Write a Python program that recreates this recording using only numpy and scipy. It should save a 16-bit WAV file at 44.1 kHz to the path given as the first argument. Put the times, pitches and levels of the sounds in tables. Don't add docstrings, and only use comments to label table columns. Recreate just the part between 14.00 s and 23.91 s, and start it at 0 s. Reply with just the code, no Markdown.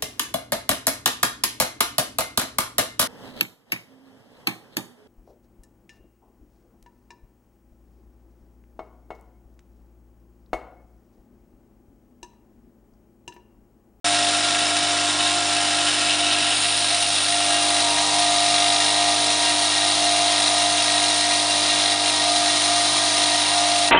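import sys
import numpy as np
from scipy import signal
from scipy.fft import rfft, irfft
from scipy.io import wavfile
from scipy.ndimage import uniform_filter1d

SR = 44100
rng = np.random.default_rng(int(sys.argv[2]) if len(sys.argv) > 2 else 0)


def pcm_store(signal):
    levels = np.round(np.clip(np.atleast_2d(signal), -1, 1) * 32767)
    wavfile.write(sys.argv[1], SR, levels.astype(np.int16).T)


N = 437031
T = np.arange(N) / SR
MAINS_HZ = 50.05
FLEX_ORDER, SING_ORDER = 6, 14

# t/s, thud level/dB
DROPS = [(6.635, -43), (7.94, -54)]


def undb(db):
    return 10 ** (np.asarray(db) / 20)


def unit(x):
    return x / np.sqrt(np.mean(x ** 2))


def curve(table, t=T):
    times, *columns = np.transpose(table)
    return [np.interp(t, times, column) for column in columns]


def walk(rate_hz):
    coarse = T[::100]
    f = np.fft.rfftfreq(len(coarse), coarse[1])
    spectrum = rfft(rng.standard_normal(len(coarse))) / (1 + (f / rate_hz) ** 4)
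    return np.interp(T, coarse, unit(irfft(spectrum, len(coarse))))


def band(x, lo_hz, hi_hz):
    return signal.sosfiltfilt(signal.butter(3, [lo_hz, hi_hz], "band", fs=SR, output="sos"), x)


def blend(over, at_rim, over_bowl):
    return (1 - over) * at_rim + over * over_bowl


def hops(phase, spread, wander, scatter_db, swell_db):
    strokes = np.arange(int(N / SR * MAINS_HZ))
    drift, swell, jitter, force = rng.standard_normal((4, len(strokes)))
    drift, swell = (unit(uniform_filter1d(x, size=25)) for x in (drift, swell))
    at_s = (strokes + phase + wander * drift + spread * jitter) / MAINS_HZ
    return np.bincount((at_s * SR).astype(int) % N, undb(scatter_db * force + swell_db * swell), N)


def strike_steel(blows, t60, tick):
    t = T[:SR // 10]
    tail = rng.standard_normal(len(t)) * undb(-60 * t / t60)
    return signal.oaconvolve(blows, tail / np.linalg.norm(tail) + tick * (t == 0))[:N]


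def landings(groups=20):
    out = 0
    for _ in range(groups):
        up = hops(rng.normal(.46, .06), spread=.03, wander=.04, scatter_db=3, swell_db=2.5)
        back = hops(rng.normal(.9, .05), spread=.03, wander=.04, scatter_db=4, swell_db=1)
        loose = sum(hops(rng.random(), spread=.15, wander=.15, scatter_db=3, swell_db=2.5)
                    for _ in range(2))
        out = out + strike_steel(up + undb(-3.5) * back + undb(-3) * loose, t60=.075, tick=.6)
    return unit(out) * undb(.61 * walk(28))


def clinks(lo_hz, hi_hz, t60, count=36):
    t, out = T[:SR // 10], 0
    for hz in np.geomspace(lo_hz, hi_hz, count) * (1 + .018 * rng.standard_normal(count)):
        ping = np.sin(2 * np.pi * hz * t) * undb(-60 * t / t60)
        blows = hops(rng.random(), spread=.15, wander=.1, scatter_db=4.5, swell_db=-1)
        out = out + signal.oaconvolve(blows, ping)[:N]
    return unit(out)


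def knocks():
    main = hops(.32, spread=.0024, wander=.0027, scatter_db=.5, swell_db=2.2)
    back = hops(.78, spread=.0046, wander=.005, scatter_db=0, swell_db=1.4)
    steel = sum(strike_steel(blows, t60=.038, tick=.51) for blows in (main, undb(-3) * back))
    return unit(band(steel, 900, 5700))


def ring(blows, body, modes, peak_scale, width_scale, size=8192):
    f = np.fft.rfftfreq(size, 1 / SR) + 1
    body_hz, body_db = np.transpose(body)
    db = np.interp(np.log(f), np.log(body_hz), body_db)
    for hz, width, peak in modes:
        db = db + peak_scale * peak / (1 + ((f - hz) / (width_scale * width)) ** 2)
    cepstrum = irfft(np.log(undb(db)))
    response = irfft(np.exp(rfft(2 * cepstrum[:size // 2], size)))
    return unit(signal.oaconvolve(blows, response)[:N])


def bowl(blows, over):
    # f/Hz, level/dB
    rim_body = [(150, -20), (250, -6.5), (450, -11.5), (700, -2), (1150, -7.5), (1900, -4.5), (2400, -7),
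                (2700, -5), (3800, -0.5), (4400, -4), (5500, -3), (6300, -8), (7900, -5), (9900, -5)]
    over_body = [(150, -19), (250, -13.5), (450, -15), (700, -4), (1150, -8.5), (1500, -10.5), (2500, -6),
                 (3300, -1), (4000, -1.5), (5200, -4), (6400, -6.5), (7600, -6.5), (8700, -9), (9900, -7.5)]
    # f/Hz, width/Hz, peak over the body/dB
    rim_modes = [(1250, 29, -4), (1330, 200, 6.5), (1410, 32, 9), (1642, 94, 10), (1875, 62, 8.5),
                 (1960, 22, 8.5), (2260, 60, 5), (2302, 33, 9.5), (2623, 130, 7), (2780, 65, 6),
                 (2980, 57, 8.5), (3500, 80, 4.5), (3766, 130, 6), (4100, 89, 9.5)]
    over_modes = [(1224, 34, 13.5), (1433, 35, 5.5), (1629, 69, 11), (1886, 83, 16), (2050, 60, 6.5),
                  (2240, 170, 3), (2282, 49, -2), (2418, 14, 12.5), (2617, 88, 8), (2800, 76, 13),
                  (2944, 23, 1.5), (3086, 19, 11), (3788, 160, 4.5), (3885, 130, 5), (4023, 140, 7),
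                  (4160, 86, 9.5), (4970, 66, -12)]
    rim = ring(blows, rim_body, rim_modes, peak_scale=1, width_scale=.34)
    above = ring(blows, over_body, over_modes, peak_scale=.91, width_scale=.28)
    return unit(band(blend(over, rim, above), 105, 8160))


def rattle(over):
    # t/s, overall level/dB, wall chatter/dB, ceramic fizz/dB
    levels = [(0.1, -21.5, -7.5, -13.5), (1.36, -21.5, -8, -14), (2.52, -22, -4, -13),
              (2.57, -21.5, -7.5, -9.5), (3.83, -21, -11.5, -9.5), (8.62, -20.5, -13, -10),
              (8.97, -20.5, -13.5, -9.5), (9.75, -21, -11, -10)]
    level_db, chatter_db, fizz_db = curve(levels)
    blows = landings() + undb(-9) * clinks(lo_hz=4466, hi_hz=9975, t60=.03)
    blows = blows + blend(over, undb(-14), undb(-11.5)) * knocks()
    ringing = bowl(blows, over)
    chatter, fizz = band(ringing, 2440, 3230), band(ringing, 8700, 11300)
    body = undb(.29) * (ringing - chatter - fizz)
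    mix = body + undb(chatter_db + 1.2) * unit(chatter) + undb(fizz_db + 3) * unit(fizz)
    mix = mix + (quiet_zone(over, loss_db=1.5) - 1) * band(mix, 900, 2400)
    return wall_notch(bunching(mix) * undb(level_db), width_hz=350)


def wall_notch(x, width_hz):
    # t/s, f/Hz, cut/dB (negative lifts)
    notch = [(2.1, 7300, -4), (2.55, 5860, 7), (2.85, 6440, 3), (3.15, 7660, 0), (3.7, 8000, -1.5),
             (8, 7600, 1)]
    f, t, spectra = signal.stft(x, SR, nperseg=512)
    hz, depth_db = curve(notch, t)
    cut_db = depth_db * np.exp(-((f[:, None] - hz) / width_hz) ** 2)
    return signal.istft(spectra * undb(-cut_db), SR)[1][:N]


def magnet_hum(mains):
    second = undb(-45.5 + .35 * walk(2)) * np.sin(2 * mains)
    third = undb(-53 + 2.6 * walk(21)) * np.sin(3 * mains)
    return second + third


def flexing(stroke, over):
    level = undb(-36 + 1.04 * walk(45) + .53 * walk(4.7)) * quiet_zone(over, loss_db=6)
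    return level * np.sin(FLEX_ORDER * stroke)


def singing_mode(stroke, over, gap_db, surge_db, flutter_hz=10, steadying_db=4.5):
    flutter = blend(over, 1.1, 2.5) * np.sin(2 * np.pi * flutter_hz * T + 1.8 * walk(4.5))
    flutter_db = (flutter + .9 * walk(30)) * np.exp(-surge_db / steadying_db)
    return undb(-29.5 + surge_db - gap_db + flutter_db) * np.sin(SING_ORDER * stroke)


def buzz(stroke, over, surge_db, lateness, dispersion=.7):
    harmonics = {4: (-31, -32), 5: (-22.5, -27), 7: (-13, -14), 8: (-14, -26.5), 9: (-21, -14.5),
                 11: (-19.5, -19), 12: (-10, -10), 13: (-10, -2.5), 15: (-16.5, -10.5), 16: (-9, -5),
                 18: (-17, -14), 19: (-13.5, -4.5), 20: (-13, -12.5), 21: (-11, -14), 22: (-14.5, -19),
                 24: (-13.5, -9), 26: (-14, -20), 27: (-9, -15.5), 28: (-9.5, -16.5)}
    out = 0
    for order, (rim_db, over_db) in harmonics.items():
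        db = blend(over, rim_db, over_db) + 1.2 * walk(6.7) + 1.87 * walk(1.3)
        db = db + surge_db * (-.52 if order % 2 else .45)
        db = db + lateness * 4.7 * np.exp(-((order - 19.3) / 3.1) ** 2)
        shift = dispersion * (order - SING_ORDER) ** 2 + .5 * rng.standard_normal()
        out = out + undb(db) * np.sin(order * stroke + shift)
    return out * undb(blend(over, -35.5, -34)) * quiet_zone(over, loss_db=5)


def drive(over):
    gap_db, surge_db, late_ms = slips()
    lateness = np.clip(late_ms / .52, 0, 1)
    lead_ms = .056 * walk(6.8) + (.026 + .037 * lateness) * walk(40) - late_ms
    mains = 2 * np.pi * MAINS_HZ * T
    stroke = mains + 2 * np.pi * MAINS_HZ * lead_ms / 1000
    low_tones = magnet_hum(mains) + flexing(stroke, over)
    wall_tones = singing_mode(stroke, over, gap_db, surge_db) + buzz(stroke, over, surge_db, lateness)
    return np.sqrt(2) * (low_tones + wall_tones)


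def slips(catch_s=.13, release_s=.042, sag_s=1.8, late_peak_s=.054, late_spread_s=.15):
    # t/s, gap half length/s, gap depth/dB, surge before sag/dB, surge length/s, knock delay/ms
    cues = [(-.06, .01, 0, 3.5, 0.35, 0.03), (1.13, 0.027, 35, 0, .73, .55), (1.92, 0.044, 17, -3, .6, 0),
            (2.591, 0.047, 22, -5, 0.4, 0.1), (3.2, 0.078, 17, 3, .68, 0), (3.95, 0.017, 19, 6, .08, 0.77),
            (4.07, 0.036, 14, 6.5, .72, 0.43), (4.88, 0.06, 4, 5.5, 0.24, 0.24),
            (5.721, .045, 9, 2, 0.17, 0.2), (5.93, 0.018, 12, 5.5, 0.37, 0.06),
            (6.47, 0.019, 7, 4.5, 0.27, 0.3), (8.161, 0.038, 17, 5, 0.32, 0.24),
            (8.6, .03, 7, 4.5, 0.23, 0), (8.91, 0.026, 6, -1.5, .1, 0.1), (9.11, 0.028, 12, 0, .2, 0.1),
            (9.46, .025, 16, 6.5, .4, 0.7)]
    gap_db = surge_db = late_ms = 0
    for at_s, half_s, depth_db, lift_db, hold_s, delay_ms in cues:
        age = T - at_s
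        gap_db = gap_db + depth_db * np.exp(-(age / half_s) ** 2)
        held = np.clip(age / catch_s, 0, 1) * np.clip(1 - (age - hold_s) / release_s, 0, 1)
        surge_db = surge_db + lift_db * held * np.exp(-np.abs(age) / sag_s)
        late_ms = late_ms + delay_ms * np.exp(-((age - late_peak_s) / late_spread_s) ** 2)
    return gap_db, surge_db, late_ms


def workshop():
    return undb(-65) * unit(band(rng.standard_normal(N), 15, 130))


def bunching(x):
    # t/s, half length/s, swell/dB
    bunches = [(1.25, .05, 2.5), (2.12, .04, 3), (2.322, 0.035, 3.5), (4.233, 0.065, 0.5)]
    swell_db = sum(db * np.exp(-((T - at_s) / half_s) ** 2) for at_s, half_s, db in bunches)
    return x + (undb(swell_db) - 1) * band(x, 2560, 4500)


def quiet_zone(over, loss_db, place=.48, width=.17):
    return undb(-loss_db * np.exp(-((over - place) / width) ** 2))


def drops(thud_hz, t60):
    out = 0
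    for at_s, db in DROPS:
        age = np.maximum(T - at_s, 0)
        out = out + undb(db - 60 * age / t60) * np.sin(2 * np.pi * thud_hz * age)
    return out


def dips(depth_db, hold_s):
    return undb(-depth_db * sum(np.exp(-((T - at_s - hold_s) / hold_s) ** 2) for at_s, _ in DROPS))


def scene():
    # t/s, place (0 beside the rim, 1 over the bowl)
    path = [(2.2, 0.075), (2.7, 0.47), (3.2, 0.5), (3.6, 0.82), (4.1, 0.97)]
    over = np.clip(curve(path)[0], 0, 1)
    feeder = rattle(over) * dips(depth_db=1.5, hold_s=.055) + drive(over)
    mono = feeder + drops(thud_hz=55, t60=.1) + workshop()
    return np.array([mono, mono])


def record(dry, start_s=.043, top_hz=10050):
    fade_in = np.clip((T - start_s) / .002, 0, 1)
    return signal.sosfilt(signal.ellip(14, .2, 95, top_hz, fs=SR, output="sos"), dry * fade_in)


dry = scene()
out = record(dry)
pcm_store(out)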